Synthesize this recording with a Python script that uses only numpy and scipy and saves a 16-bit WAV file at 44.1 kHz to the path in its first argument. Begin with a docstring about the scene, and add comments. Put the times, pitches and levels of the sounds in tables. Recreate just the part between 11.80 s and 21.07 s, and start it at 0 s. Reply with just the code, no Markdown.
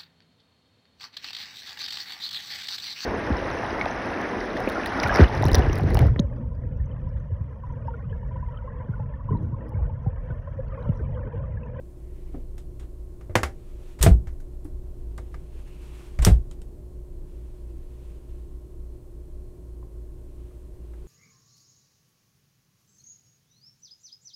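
"""In a small, padded boat cabin, two wooden closet doors are swung shut: the first knocks twice on its way,
then each snaps into its metal latch, slams on the frame and sets the closet booming.
Hands tap the panels, hinges rub, doors and sleeves swish, low rumbles swell and the ventilation hums throughout.
Contacts are noise cracks with a reverberant tail plus decaying modes; swings, taps and booms are damped sines.
Friction, swishes, rumble and air are coloured noise."""
import sys
import numpy as np
from scipy import signal
from scipy.fft import rfft, irfft, next_fast_len
from scipy.io import wavfile
from scipy.ndimage import map_coordinates

SR = 44100
rng = np.random.default_rng(int(sys.argv[2]) if len(sys.argv) > 2 else 0)


def output_pcm(signal):
    """Save a mono or channel-first signal as 16-bit PCM at the path in sys.argv[1].

    Samples are clipped to [-1, 1] before scaling.
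    """
    pcm = np.clip(np.atleast_2d(signal).T, -1, 1) * 32767
    wavfile.write(sys.argv[1], SR, np.round(pcm).astype(np.int16))


N = 408807  # length [samples]


def amp(db):
    """Decibels to gain."""
    return 10 ** (np.asarray(db) / 20)


def unit(x):
    """Scale to rms 1."""
    return x / np.sqrt(np.mean(x ** 2) + 1e-20)


def along(points, hz):
    """Read (frequency [Hz], value) points on a log frequency axis."""
    point_hz, values = np.transpose(points)
    return np.interp(np.log(hz + 1), np.log(point_hz), values)


def wobble(rate):
    """A smooth random curve with rate knots a second."""
    return map_coordinates(rng.standard_normal(400), [np.arange(N) * rate / SR], mode="mirror")


def filtered(x, response):
    """Filter x by a gain that depends on frequency."""
    size = next_fast_len(len(x) + 8192)
    hz = np.fft.rfftfreq(size, 1 / SR)
    return irfft(rfft(x, size) * response(hz), size)[:len(x)]


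def noise(response):
    """Noise of rms 1 coloured by the given response."""
    return unit(filtered(rng.standard_normal(N), response))


def causal(colour, tilt_db, size=4096):
    """Minimum-phase impulse response of energy 1: a colour tilted in dB per octave above 250 Hz."""
    hz = np.fft.rfftfreq(size, 1 / SR)
    level_db = along(colour, hz) + tilt_db * np.log2(np.maximum(hz, 250))
    cepstrum = irfft(np.log(amp(level_db)))
    # folding the cepstrum onto positive times puts the energy at the start
    cepstrum[1:size // 2] *= 2
    cepstrum[size // 2 + 1:] = 0
    response = irfft(np.exp(rfft(cepstrum)))
    return response / np.linalg.norm(response)


def add(track, s, sound):
    """Mix a sound into the track at time s."""
    part = track[round(s * SR):][:len(sound)]
    part += sound[:len(part)]


# how long the padded cabin reverberates: (frequency [Hz], t60 [s])
CABIN_DECAY = [(80, 0.46), (300, 0.26), (800, .17), (2000, .155), (6000, 0.16), (10000, 0.16),
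               (15000, 0.14)]


def contact(colour, tilt_db, crack_db, crack_s):
    """A short crack over the cabin's dense reflections, whose bass lingers longest."""
    hz, frames, spectrum = signal.stft(rng.standard_normal(SR // 2), SR, nperseg=256)
    decay = amp(-60 * frames / along(CABIN_DECAY, hz)[:, None])
    tail = signal.istft(spectrum * decay, SR, nperseg=256)[1][:SR // 2]
    t = np.arange(len(tail)) / SR
    crack = 2 * amp(crack_db) * np.exp(-t / crack_s) * rng.standard_normal(len(t))
    rise = 0.00045 * 2 ** (-tilt_db / 2.4)  # a duller contact is softer and builds more slowly
    burst = (crack + tail) * (1 - np.exp(-t / rise))
    return signal.fftconvolve(burst, causal(colour, tilt_db))[:len(t)]


def ring(modes, tilt_db):
    """Decaying modes, struck at new strengths by every blow; none rings longer than a t60 of 0.18 s."""
    t = np.arange(SR // 2) / SR
    hz, db, t60 = np.transpose(modes)[:, :, None]
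    t60 = np.minimum(t60, .18)
    strength = amp(db + tilt_db * np.log2(hz) + rng.normal(0, 1.5, hz.shape))
    swings = np.sin(2 * np.pi * (hz * t + rng.random(hz.shape))) * amp(-60 * t / t60)
    mixed = np.sum(strength * swings, axis=0) / np.linalg.norm(strength)
    return mixed * (1 - np.exp(-t / 0.00037))


def note(hz, t60):
    """One damped resonance that builds within about a cycle."""
    t = np.arange(SR // 2) / SR
    return np.sin(2 * np.pi * hz * t) * amp(-60 * t / t60) * (1 - np.exp(-2 * hz * t))


def swing(hz, t60, rise):
    """A few slow, deep swings that build softly."""
    t = np.arange(SR) / SR
    return amp(-60 * t / t60) * (1 - np.exp(-t / rise)) * np.sin(2 * np.pi * hz * t)


# a movement is this far down one rise before and one fall after its peak
SWELL_DROP_DB, SWELL_ROUNDNESS = 8.5, 0.99


def swells(rows):
    """Gain per sample of movements that gather speed and slow down again."""
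    t, power = np.arange(N) / SR, np.zeros(N)
    for s, db, rise, fall in rows:
        away = np.abs(t - s) / np.where(t < s, rise, fall)
        power += amp(db - SWELL_DROP_DB * away ** SWELL_ROUNDNESS) ** 2
    return np.sqrt(power)


# a door meets its frame, also played by booms(): (time [s], level [dB], brightness [dB/octave],
# first crack [dB], note [Hz], note level [dB], time pressed on the catch before landing [s],
# door's drum [Hz], drum level [dB], trapped air level [dB])
SLAMS = [(2.263, -9, -1, 1.5, 670, -7, .056, 88.7, -5, -31),
         (4.465, -11.5, 1, -22, 357, -6, .076, 100.2, -7.5, -14)]
# colour of a door landing on the frame: (frequency [Hz], level [dB])
FRAME_COLOUR = [(40, -8), (110, 7.5), (180, 1.5), (270, -8.5), (360, -2.5), (520, -11.5), (720, -6.5),
                (1000, -17.5), (1400, -16.5), (2000, -20.5), (3000, -24), (6000, -34), (10000, -48),
                (16000, -67)]
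# modes of the closet frame, before the cap in ring(): (frequency [Hz], level [dB], t60 [s])
CARCASS_MODES = [(242, -2, .2), (306.5, -4.5, 0.21), (345, -6.5, 0.14), (388, -4, 0.3), (436, -1.5, .15),
                 (518, -4.5, 0.16), (630, -10, 0.14), (750, -3, 0.11), (910, -11.5, .12), (1003, -18, 0.25)]
# modes of the door panel, before the same cap, also rung by knocks(): (frequency [Hz], level [dB], t60 [s])
PANEL_MODES = [(358.5, 1.5, 0.12), (496, -1.5, 0.14), (610, -9, 0.12), (786, -5, 0.26), (923, -4.5, 0.099),
               (1124, -8, .09), (1214, -4.5, 0.079), (1590, -7, .09), (1746, -8.5, 0.089), (2061, -7, 0.11),
               (2260, -10, .1), (2700, -17.5, .07), (3700, -19, .07), (4260, -18, 0.086)]


def slams():
    """Just after the latch, the door lands on the frame and shakes the whole closet and its own panel."""
    out = np.zeros(N)
    for s, db, tilt_db, crack_db, note_hz, note_db, *_ in SLAMS:
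        blow = amp(-6.0) * contact(FRAME_COLOUR, tilt_db, crack_db, crack_s=.011)
        carcass = amp(-8) * ring(CARCASS_MODES, tilt_db)
        panel = amp(-18.5) * ring(PANEL_MODES, tilt_db)
        own_note = amp(note_db) * note(note_hz, t60=0.11)
        add(out, s, amp(db) * (blow + carcass + panel + own_note))
    return out


# deep modes of the closet: (frequency [Hz], level [dB], t60 [s], lag behind the landing [s])
CLOSET_BOOMS = [(172, -11.5, 0.18, 0.00087), (58, -2.5, 0.22, .051)]
SWAY_HZ, SWAY_DB, SWAY_T60_S = 56, -10.5, .5  # a door pressed against its catch
TRAPPED_HZ, TRAPPED_T60_S, TRAPPED_RISE_S = 29.09, 0.99, .02  # the air shut in behind it
DRUM_LAG_S, DRUM_T60_S = 0.0066, 0.2  # the whole door drumming as it lands


def booms():
    """A door sways on its catch and squeezes the air inside, then drums and wakes the closet's deep modes."""
    out = np.zeros(N)
    for s, *_, pressed_s, drum_hz, drum_db, trapped_db in SLAMS:
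        sway = amp(SWAY_DB) * swing(SWAY_HZ, SWAY_T60_S, rise=.0055)
        trapped_air = amp(trapped_db) * swing(TRAPPED_HZ, TRAPPED_T60_S, TRAPPED_RISE_S)
        add(out, s - pressed_s, sway)
        add(out, s - pressed_s, trapped_air)
        add(out, s + DRUM_LAG_S, amp(drum_db) * swing(drum_hz, DRUM_T60_S, rise=0.0018))
        for hz, db, t60, lag in CLOSET_BOOMS:
            add(out, s + lag, amp(db) * swing(hz, t60, rise=0.002))
    return out


# metal clicks of latches and hinges: (time [s], level [dB], brightness [dB/octave], first crack [dB],
# ping [Hz], ping level [dB])
CLICKS = [(.780, -52, -2.5, 9, 1700, 1), (0.995, -48, -5, 3, 1810, -5), (1.025, -52, -6.5, -7, 4000, -8),
          (2.19, -42, -4.5, -0.5, 2100, 0), (2.212, -28.5, -3, -8.5, 1950, -6),
          (2.227, -19.5, 0.9, 7.5, 3700, -4.5), (2.846, -58.5, 5, -5.5, 9900, 6),
          (3.378, -53, -2, 10, 7300, 8), (4.422, -30, -4.5, 2.5, 7700, 2),
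          (4.449, -22.5, 0.5, 11.5, 5680, 11.5), (4.712, -54.5, -2.5, 10.5, 7020, 12.5),
          (4.817, -62.5, -1.5, 17, 7700, 4)]
# colour of a metal contact: (frequency [Hz], level [dB])
METAL_COLOUR = [(100, -18), (400, -2), (800, -2.5), (1400, -1), (2400, -3), (3200, 1.5), (4400, -3),
                (5700, -2.5), (6700, -2), (8600, 2), (10500, -4.5), (14000, -6), (16000, -14.5)]
# modes of the steel catch: (frequency [Hz], level [dB], t60 [s])
STEEL_MODES = [(2000, -7.5, .08), (3120, 0, 0.044), (3760, -2, 0.039), (5400, 1, 0.057), (6900, 4.5, .08),
               (8400, 4.5, .08), (9200, 4, 0.055)]


def latches():
    """Bright snaps of the catches and small ticks of the hinges: a contact, a ping and a brief steel ring."""
    out = np.zeros(N)
    for s, db, tilt_db, crack_db, ping_hz, ping_db in CLICKS:
        snap = amp(-2.0) * contact(METAL_COLOUR, tilt_db, crack_db, crack_s=0.0015)
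        ping = amp(ping_db) * note(ping_hz, t60=0.011)
        steel = amp(crack_db - 12.5) * ring(STEEL_MODES, tilt_db)  # a sharper crack rings it harder
        add(out, s, amp(db) * (snap + ping + steel))
    return out


# knocks and taps on the door panels: (time [s], level [dB], brightness [dB/octave], first crack [dB],
# note of the struck spot [Hz], note level [dB], thud [Hz], thud level [dB])
KNOCKS = [(0.543, -36.5, -10.5, 11.5, 297, 1, 209, -2), (1.41, -56, 0, 2, 1550, -6, 90, 2),
          (1.495, -44.5, -5.5, -17, 600, 8.5, 90, 20.5), (1.554, -20, 0.26, 4.5, 1800, 1.5, 104, 5.5),
          (1.632, -27.5, 0.9, 5.5, 1110, 8.5, 69, 10.5), (2.235, -29, 0.5, -5.5, 410, 6.5, 141, 15.5),
          (2.471, -50.5, 1.5, -19, 1760, 4, 61.7, 28), (2.602, -62.5, 6.5, -1, 1520, 8, 89.5, 1),
          (2.85, -51.5, -5, -1, 300, 20, 90, 20.5), (3.381, -46, -3, 5, 1187, 9.5, 83.5, 15),
          (3.542, -52, 0, 5.5, 1200, 12.5, 150, 14), (3.875, -63.5, 2, 1, 1800, 2, 90, 0),
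          (4.389, -40.5, 0.5, 2.5, 1810, 1, 130, 19.5), (4.468, -25.5, -7.5, -4, 1243, -1.5, 189.1, 4.5),
          (8.027, -56, -8, 6, 1050, 9, 89.8, 2), (8.71, -62.5, -5.5, -3, 1217, 3, 90, -1),
          (9.135, -59.5, -2, -1, 1700, -3, 91, 1)]
# colour of a wooden contact: (frequency [Hz], level [dB])
WOOD_COLOUR = [(60, -18), (170, -3), (260, -2), (400, 0), (650, 1), (900, -3.5), (1300, -2), (2050, -2.5),
               (2450, -10), (4200, -17.5), (7000, -18), (10000, -24.5), (16000, -34.5)]
THUD_T60_S, THUD_RISE_S = 0.17, 0.0042  # a panel flexing under a knock
NOTE_T60_S, NOTE_DAMPING = 0.044, .75  # a struck spot's ring at 1 kHz; power of pitch by which it shortens


def knocks():
    """Hard, woody contacts ring the door panel and flex it with a thud; each spot has a note of its own."""
    out = np.zeros(N)
    for s, db, tilt_db, crack_db, note_hz, note_db, thud_hz, thud_db in KNOCKS:
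        clack = amp(-1.0) * contact(WOOD_COLOUR, tilt_db, crack_db, crack_s=0.0048)
        panel = amp(2) * ring(PANEL_MODES, tilt_db)
        spot = amp(note_db) * note(note_hz, t60=NOTE_T60_S * (10 ** 3 / note_hz) ** NOTE_DAMPING)
        add(out, s, amp(db) * (clack + panel + spot))
        add(out, s, amp(db + thud_db) * swing(thud_hz, THUD_T60_S, THUD_RISE_S))
    return out


# hinges rub while a door swings: (start [s], end [s], level [dB], resonance [Hz])
RUBS = [(.15, .68, -74, 2040), (3.65, 4.35, -69.5, 2640)]


def hinges():
    """Faint, uneven friction in one resonance, swelling with the speed of the swing."""
    out, t = np.zeros(N), np.arange(N) / SR
    for start, end, db, centre_hz in RUBS:
        speed = np.sin(np.pi * np.clip((t - start) / (end - start), 0, 1))
        uneven = amp(db + 2.0 * wobble(33))
        out += speed * uneven * noise(lambda hz: 1 / (1 + ((hz - centre_hz) / 380) ** 2))
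    return out


# doors and sleeves swish past: (fastest moment [s], level [dB], rise [s], fall [s])
SWISHES = [(.53, -71, .25, 0.12), (2.12, -63.5, 0.29, 0.07), (4.24, -59, .42, 0.16), (5.52, -73, .08, 0.67),
           (6.3, -68, .25, 0.11), (6.53, -70.5, .06, .14), (8.68, -71, .18, 0.11), (9.22, -71.5, .35, .15)]
# colour of a swish: (frequency [Hz], level [dB])
SWISH_COLOUR = [(400, -24), (800, 1.5), (1500, -4), (2000, -5), (2650, -2.5), (3500, -6.5), (5200, -12),
                (9000, -12), (16000, -23.5)]
# handling rumbles: (strongest moment [s], level [dB], rise [s], fall [s])
HANDLING = [(.9, -39, 1.4, .4), (3, -36.5, 1.2, 0.85), (4.75, -36, .3, 0.67)]
# colour of the rumble: (frequency [Hz], level [dB])
RUMBLE_COLOUR = [(8, -17), (20, -3.5), (27, 5.5), (39, -14), (57, -2), (90, -20), (250, -29.5), (700, -42),
                 (2000, -75)]


def movement():
    """Doors and sleeves swish unevenly; handling stirs the cabin's lowest resonances."""
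    uneven = amp(2.0 + 1.4 * wobble(34))
    swish = swells(SWISHES) * uneven * noise(lambda hz: amp(along(SWISH_COLOUR, hz)))
    rumble = swells(HANDLING) * noise(lambda hz: amp(along(RUMBLE_COLOUR, hz)))
    return swish + rumble


# colour of the ventilation noise: (frequency [Hz], relative level [dB])
AIR_COLOUR = [(12, -13.5), (25, -5), (38, -10), (65, -7), (90, -15.5), (160, -20), (225, -28), (350, -26.5),
              (480, -29), (740, -40.5), (1100, -47.5), (1960, -54.5), (4200, -58.5), (16000, -60)]
# resonances of the air flow: (frequency [Hz], width [Hz], level [dB])
DUCTS = [(26, 4.3, -44.5), (56, 4, -45.5), (115, 25, -57.5), (162, 12, -63), (331.7, 27, -60),
         (388, 30, -65), (612, 25, -75), (4200, 200, -92)]
# motor and fan tones: (frequency [Hz], level [dB])
HUM_TONES = [(59.2, -45), (118.4, -58), (274.5, -64.5), (360.7, -56), (597.5, -71.5), (958.2, -81),
             (1050, -84.5), (1082, -80), (4221, -91)]


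def ventilation():
    """Air rushes through resonant ducts under slightly unsteady motor and fan tones."""
    t = np.arange(N) / SR
    out = amp(-45) * noise(lambda hz: amp(along(AIR_COLOUR, hz)))
    for centre, width, db in DUCTS:
        out += amp(db) * noise(lambda hz: 1 / (1 + (2 * (hz - centre) / width) ** 2))
    for hz, db in HUM_TONES:
        level = amp(db + 1.0 * wobble(3.4)) * np.sqrt(2)  # a sine peaks at root 2 times its rms
        out += level * np.sin(2 * np.pi * hz * t + .5 * wobble(4.5))
    hiss_colour = [(1000, -23.5), (4000, -11.5), (8500, 1.5), (15000, -6.5)]  # (frequency [Hz], level [dB])
    return out + amp(-75.0) * noise(lambda hz: amp(along(hiss_colour, hz)))


def scene():
    """All sources mixed to one channel."""
    doors = slams() + booms() + latches() + knocks() + hinges()
    return (doors + movement() + ventilation())[None]


TOP_HZ = 15550  # upper band limit


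def record(dry):
    """Round off the highest peaks, then cut steeply above the band limit."""
    rounded = dry[0] / (1 + np.abs(dry[0] / .97) ** 8) ** (1 / 8)
    return filtered(rounded, lambda hz: 1 / np.sqrt(1 + (hz / TOP_HZ) ** 120))[None]


dry = scene()
out = record(dry)
output_pcm(out)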